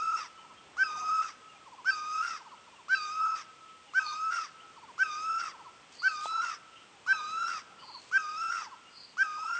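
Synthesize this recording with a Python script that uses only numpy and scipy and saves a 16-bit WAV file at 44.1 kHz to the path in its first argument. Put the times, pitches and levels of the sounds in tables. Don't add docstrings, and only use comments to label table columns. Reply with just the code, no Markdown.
import sys
import numpy as np
from scipy import signal
from scipy.fft import rfft, irfft, next_fast_len
from scipy.io import wavfile

SR = 44100
rng = np.random.default_rng(int(sys.argv[2]) if len(sys.argv) > 2 else 0)


def inscribe(sig):
    pcm = np.round(np.clip(np.atleast_2d(sig).T, -1, 1) * 32767)
    wavfile.write(sys.argv[1], SR, pcm.astype(np.int16))


N = 422919
TIME = np.arange(N) / SR
DRAWL_S = .45


def barbet():
    # start, length of the first note and length of the clear drawl in seconds,
    # the first note's top pitch in Hz and level in dB, the drawl's crest pitch in Hz, swell in dB and
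    # flutter from 0 to 1, then its overtone gain in dB in the dip, at the crest and in the rasp.
    calls = [(-.285, 0.068, 0.38, 1555, -26, 1309, 8, 0.34, -43, -51, -48),
             (0.768, 0.068, 0.38, 1560, -16.5, 1286, 10, 0.13, -51.5, -50, -49.5),
             (1.845, 0.062, 0.31, 1569, -17, 1278, 8.5, 0.15, -50.5, -49.5, -49),
             (2.882, .068, 0.4, 1561, -16.5, 1295, 10, 0.19, -48.5, -53.5, -49.5),
             (3.935, 0.06, 0.31, 1563, -16, 1306, 9, 0.04, -49, -54, -49),
             (4.979, 0.055, .347, 1568, -16, 1324, 8, 0.11, -49, -52.5, -49),
             (6.019, .064, .328, 1551, -16, 1322, 7, 0.39, -50, -54.5, -48.5),
             (7.063, 0.067, 0.34, 1571, -15.5, 1354, 6, 0.4, -51, -51, -49),
             (8.113, 0.066, 0.33, 1574, -15.5, 1346, 7, 0.35, -52, -49.5, -49),
             (9.169, 0.063, 0.31, 1581, -16, 1346, 6, 0.38, -54, -51, -50.5)]
    # frequency in Hz, relative density in dB.
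    rush_spectrum = [(300, -24), (750, -3.5), (1400, -3), (1750, -10), (2000, 0.5), (2800, -3.5),
                     (3300, -2.5), (4400, -7.5), (4850, -1.5), (5500, 0), (6150, -0.5), (6500, -21.5),
                     (7300, -8.5), (8600, -17.5)]
    out, air = np.zeros(N), coloured_noise(rush_spectrum)
    high_air = butter(air, 4900, "high")
    for start, note_s, clear_s, top_hz, note_db, crest_hz, swell_db, flutter, *overtone_dbs in calls:
        now = (TIME > start) & (TIME < start + .65)
        t, snap = TIME[now], start + note_s
        out[now] += first_note(t, start, snap, top_hz, note_db, high_air[now])
        out[now] += drawl(t, snap, snap + clear_s, crest_hz, swell_db, flutter, overtone_dbs, air[now])
    return out


def first_note(t, start, snap, top_hz, level_db, air, scoop_s=.012, catch_s=.0053):
    # multiple of half the pitch, relative level in dB.
    partials = [(1, -38.5), (2, -2.65), (3, -27.5), (4, -32), (6, -37), (7, -35.5), (8, -46.5), (9, -44.5)]
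    age, length = t - start, snap - start
    hz = top_hz * (1 - .3 * np.exp(-age / scoop_s))
    half_phase = phase_of(hz * (1 + .01 * wobble(450, len(t)))) / 2
    catch = from_db(-18.5) * np.exp(-(2 * age / catch_s - 1) ** 2)
    swell = catch + np.clip((age - catch_s) / (.68 * length), 0, 1)
    tone = sum(from_db(db) * swell ** (1 if k <= 3 else .5) * np.sin(k * half_phase)
               for k, db in partials)
    squeak_hz = np.interp(age, [0, length], [6900, 5100])
    squeak = wobble(270, len(t)) * np.sin(phase_of(squeak_hz + 200 * wobble(300, len(t))))
    hoarse = from_db(-32.5) * swell ** .29 * air + from_db(-34.5) * np.sqrt(swell) * squeak
    return from_db(level_db) * (tone + hoarse) * gate(t, start, snap + .0027, .0012, .006)


def drawl(t, snap, rasp_start, crest_hz, swell_db, flutter, overtone_dbs, air,
          give_out_s=.045, sag_hz=380, sag_db=29.5):
    n, age = len(t), np.maximum(t - snap, 0)
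    rasp = np.clip((t - rasp_start) / .01, 0, 1)
    pinch = 1 - .5 * np.exp(-((t - rasp_start) / .005 - 1) ** 2)
    hz, level_db, treble_db = drawl_gesture(age, rasp, crest_hz, swell_db, *overtone_dbs)
    spent = np.clip((age - DRAWL_S) / give_out_s, 0, 1)
    pressed = np.clip((age - .18) / .08, 0, 1) * (1 - rasp)
    jitter = (.007 + .02 * rasp) * wobble(300, n)
    waver = (.0065 + .037 * flutter * pressed) * wobble(60, n)
    phase = phase_of((hz - sag_hz * spent) * (1 + jitter + waver))
    roughness = .13 - .08 * pressed + .35 * rasp
    shimmer = np.abs(1 + flutter * pressed * wobble(55, n) + roughness * wobble(120, n))
    tone = np.sqrt(2) * from_db(level_db - sag_db * spent) * pinch * shimmer * np.sin(phase)
    treble = from_db(treble_db - 6.8 * spent) * overtones(phase, age, rasp, air)
    return (tone + treble) * gate(t, snap - .005, snap + DRAWL_S + give_out_s + .01, .006, .03)


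def drawl_gesture(age, rasp, crest_hz, swell_db, dip_treble_db, crest_treble_db, rasp_treble_db,
                  dip_hz=1214, relax_s=.042):
    tension = np.exp(-age / relax_s)
    effort = np.sin(np.pi / 2 * np.clip((age - .09) / .2, 0, 1)) ** 2
    clear = np.array([dip_hz + 110.45 * tension + (crest_hz - dip_hz) * effort,
                      -39 + .6 * tension + swell_db * effort ** 2.2,
                      dip_treble_db + (crest_treble_db - dip_treble_db) * effort])
    fall = np.interp(age, [.33, DRAWL_S], [0, 1]) ** 2
    rough = np.array([1402.5 - 163.2 * fall, -34 - 8.5 * fall, rasp_treble_db - 2.5 * fall])
    return (1 - rasp) * clear + rasp * rough


def overtones(phase, age, rasp, air, ring_hz=4740, ring_width_hz=28):
    # frequency in Hz, gain in dB.
    throat = [(1700, 8), (2400, -1), (2700, 4), (3100, -18.5), (3700, -2), (4000, -23), (4500, -15.5),
              (4750, -7), (5100, 0), (5400, 3), (5750, 3), (6100, -4), (6700, -4.5), (7100, -12),
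              (8600, -13)]
    n = len(phase)
    reedy = from_db(11 * np.exp(-age / .028))
    second = reedy * (1 + .35 * wobble(90, n)) * np.sin(2 * phase + .52 * wobble(130, n))
    upper = np.zeros(n)
    for k in range(3, 7):
        flicker = (1 + .3 * wobble(110, n)) * from_db(2.5 * wobble(12, n))
        upper += flicker * np.sin(k * phase + .057 * k ** 2 * wobble(210, n))
    halves = from_db(-4.5) * rasp * sum(wobble(190, n) * np.sin((k + .5) * phase) for k in (1, 4))
    rush = air * (from_db(-12) * (1 - rasp) + from_db(-2) * rasp) * (1 + .49 * wobble(120, n))
    hoarse = np.sqrt(2) * from_db(-4) * coloured(second + upper + halves, throat) + rush
    ring = signal.lfilter(*signal.iirpeak(ring_hz, ring_hz / ring_width_hz, fs=SR), hoarse)
    return hoarse + 5.5 * ring


def answering_bird(bill_hz=4520, overtone_db=-15.5):
    # start in seconds, level in dB.
    triplets = [(.105, -40.5), (.37, -45), (0.879, -40), (1.654, -39), (1.895, -45.5), (2.39, -39),
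                (2.657, -45.5), (3.189, -39.5), (3.983, -39.5), (4.757, -39.5), (5.527, -39),
                (6.297, -37.5), (7.057, -38.5), (7.818, -38), (8.589, -36.5), (9.358, -37)]
    # delay and length in seconds,
    # first and last pitch in Hz, relative level in dB.
    notes = [(-.125, 0.054, 835, 790, -21), (0, 0.045, 1270, 745, -9), (0.059, .044, 1183, 760, -7.5),
             (0.119, 0.047, 1204, 855, -6.5)]
    out = np.zeros(N)
    for start, level_db in triplets:
        for delay, length, from_hz, to_hz, db in notes:
            now = (TIME > start + delay) & (TIME < start + delay + length)
            progress = (TIME[now] - start - delay) / length
            glide_hz = from_hz + (to_hz - from_hz) * progress ** .87
            hz = glide_hz * (1 + .013 * wobble(90, len(progress)))
            phase = phase_of(hz)
            bill = sum(np.exp(-((k * hz - bill_hz) / 330) ** 2) * np.sin(k * phase) for k in (4, 5))
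            tone = np.sin(phase) + from_db(overtone_db) * bill
            out[now] += from_db(level_db + db) * np.sin(np.pi * progress) * tone
    return out


def small_birds(flutter_db=2.5):
    # middle and length in seconds, first and last pitch in Hz,
    # relative level in dB, half-width of the band in Hz.
    songs = [(0.403, 0.1, 2920, 3080, -61, 110), (0.58, 0.053, 3120, 3300, -62, 97),
             (1.043, 0.2, 750, 720, -57, 16), (1.508, 0.064, 2880, 2720, -60, 18),
             (1.56, 0.1, 2440, 2382, -66.5, 31), (2.501, 0.052, 3370, 2414, -63, 40),
             (2.58, 0.049, 2440, 3670, -68, 43), (2.716, 0.11, 2500, 2377, -64.5, 11),
             (2.764, 0.058, 2910, 2650, -65, 52), (3.699, 0.068, 2550, 3540, -66, 82),
             (3.892, 0.079, 3190, 2610, -60, 52), (4.08, .13, 4480, 4320, -45.5, 150),
             (4.61, 0.084, 2400, 3500, -62.5, 180), (6.051, 0.29, 4550, 4540, -48.5, 280),
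             (6.777, 0.24, 2790, 3030, -62, 250), (7.814, 0.096, 2690, 3290, -58, 110),
             (7.903, 0.3, 4670, 4190, -54, 290), (7.968, 0.1, 4580, 4200, -51, 86),
             (8.885, .09, 2810, 2870, -61, 20), (9.016, 0.28, 4690, 4410, -53, 360)]
    out = np.zeros(N)
    for middle, length, from_hz, to_hz, db, spread_hz in songs:
        now = np.abs(TIME - middle) < length / 2
        n = now.sum()
        progress = np.linspace(0, 1, n)
        phase = phase_of(from_hz + (to_hz - from_hz) * progress)
        band = wobble(spread_hz, n) * np.sin(phase) + wobble(spread_hz, n) * np.cos(phase)
        buzz = rms_one(band * from_db(flutter_db * wobble(33, n)))
        out[now] += from_db(db) * np.sin(np.pi * progress) ** 2 * buzz
    return out


def whistles(waver_db=1.0):
    # start and end in seconds, pitch in Hz, level in dB.
    notes = [(0.795, 0.892, 4990, -44), (1.858, 1.914, 5330, -37), (1.878, 1.954, 4645, -36.5),
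             (2.905, 2.995, 3970, -44.5), (2.907, 2.993, 4660, -42.5), (2.97, 3.06, 4650, -41),
             (6.23, 6.428, 3962, -46.5), (7.07, 7.214, 3960, -47), (7.064, 7.176, 5300, -46.5),
             (7.22, 7.482, 3954, -48.5)]
    tones = np.zeros(N)
    for start, end, hz, db in notes:
        swell = gate(TIME, start - .008, end + .0025, .058, .018)
        tones += from_db(db) * swell * np.sin(2 * np.pi * hz * TIME)
    return tones * from_db(waver_db * wobble(22, N))


def knock():
    # time in seconds, level in dB.
    blows = [(6.257, -26.5)]
    # frequency in Hz, relative level in dB, time to fall by 60 dB in seconds.
    modes = [(700, -11, 0.044), (880, 2.5, 0.019), (3480, -11, 0.02)]
    out = np.zeros(N)
    for start, level_db in blows:
        now = (TIME > start) & (TIME < start + .1)
        age = TIME[now] - start
        for hz, db, t60 in modes:
            out[now] += from_db(level_db + db - 60 * age / t60) * np.sin(2 * np.pi * hz * age)
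    return butter(out + 1e-18, 560, "high", order=2)


def slope_echo(x, echo_db=-15.5, dull_hz=6000):
    # delay in seconds, relative level in dB.
    envelope = [(.004, -14.5), (.02, 6), (.07, 0.5), (.13, -7.5), (.22, -15.5), (.32, -8), (.40, -13.5),
                (.6, -24.5)]
    delay = np.arange(int(.6 * SR)) / SR
    scatter = rng.standard_normal(len(delay)) * gain_along(envelope, delay) * (delay > .004)
    response = butter(scatter / np.linalg.norm(scatter), dull_hz, "low", order=1)
    return from_db(echo_db) * signal.fftconvolve(x, response)[:N]


def rustles(grain_db=3.5):
    # middle and length in seconds, level in dB.
    brushes = [(5.946, 0.099, -57), (6.252, 0.14, -49), (8.05, 0.18, -60)]
    swell = sum(from_db(db) * np.cos(np.pi * np.clip((TIME - middle) / length, -.5, .5))
                for middle, length, db in brushes)
    hiss = butter(rng.standard_normal(N), [2000, 8000], "band")
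    return swell * rms_one(hiss * from_db(grain_db * wobble(200, N)))


def hush(split_hz=2000, hiss_db=-60):
    # frequency in Hz, relative density in dB.
    spectrum = [(25, -28.5), (55, -10), (110, -4), (220, -2), (450, -1), (700, -2.5), (1100, 0), (1600, -5),
                (2700, -3), (3400, -5), (3900, -10.5), (6000, -12), (8600, -15.5)]
    # time in seconds, level between 100 and 650 Hz in dB.
    murmur_levels = [(0.0, -64.5), (0.32, -67), (0.99, -61), (1.25, -66), (4.38, -67.5), (4.91, -64.5),
                     (6.84, -66.5), (7.27, -63.5), (9.13, -67.5), (9.59, -67)]
    noise = coloured_noise(spectrum)
    murmur = butter(noise, split_hz, "low") / np.std(butter(noise, [100, 650], "band"))
    hiss = rms_one(butter(coloured_noise(spectrum), split_hz, "high"))
    return gain_along(murmur_levels, TIME) * murmur + from_db(hiss_db) * hiss


def from_db(db):
    return 10 ** (np.asarray(db) / 20)


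def rms_one(x):
    return x / np.sqrt(np.mean(x ** 2) + 1e-20)


def gain_along(levels, t):
    return from_db(np.interp(t, *np.transpose(levels)))


def coloured(x, spectrum):
    size = next_fast_len(len(x) + 2048)
    log_hz = np.log(np.maximum(np.fft.rfftfreq(size, 1 / SR), 1))
    hz, db = np.transpose(spectrum)
    gain = from_db(np.interp(log_hz, np.log(hz), db))
    return irfft(rfft(x, size) * gain, size)[:len(x)]


def coloured_noise(spectrum):
    return rms_one(coloured(rng.standard_normal(N), spectrum))


def butter(x, hz, kind, order=4):
    return signal.sosfilt(signal.butter(order, hz, kind, fs=SR, output="sos"), x)


def wobble(rate_hz, size):
    run_in = SR // 5
    return rms_one(butter(rng.standard_normal(size + run_in), rate_hz, "low"))[run_in:]


def gate(t, start, end, rise, fall):
    return np.clip((t - start) / rise, 0, 1) * np.clip((end - t) / fall, 0, 1)


def phase_of(hz):
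    return 2 * np.pi * np.cumsum(hz) / SR


def scene(songs_db=2.5, far_echo_db=5.5):
    near = barbet() + whistles()
    far = answering_bird() + from_db(songs_db) * small_birds()
    echo = slope_echo(near + from_db(far_echo_db) * far)
    return (near + far + echo + knock() + rustles() + hush())[None]


def record(dry, cutoff_hz=8700):
    return signal.sosfilt(signal.ellip(12, .1, 80, cutoff_hz, fs=SR, output="sos"), dry)


dry = scene()
out = record(dry)
inscribe(out)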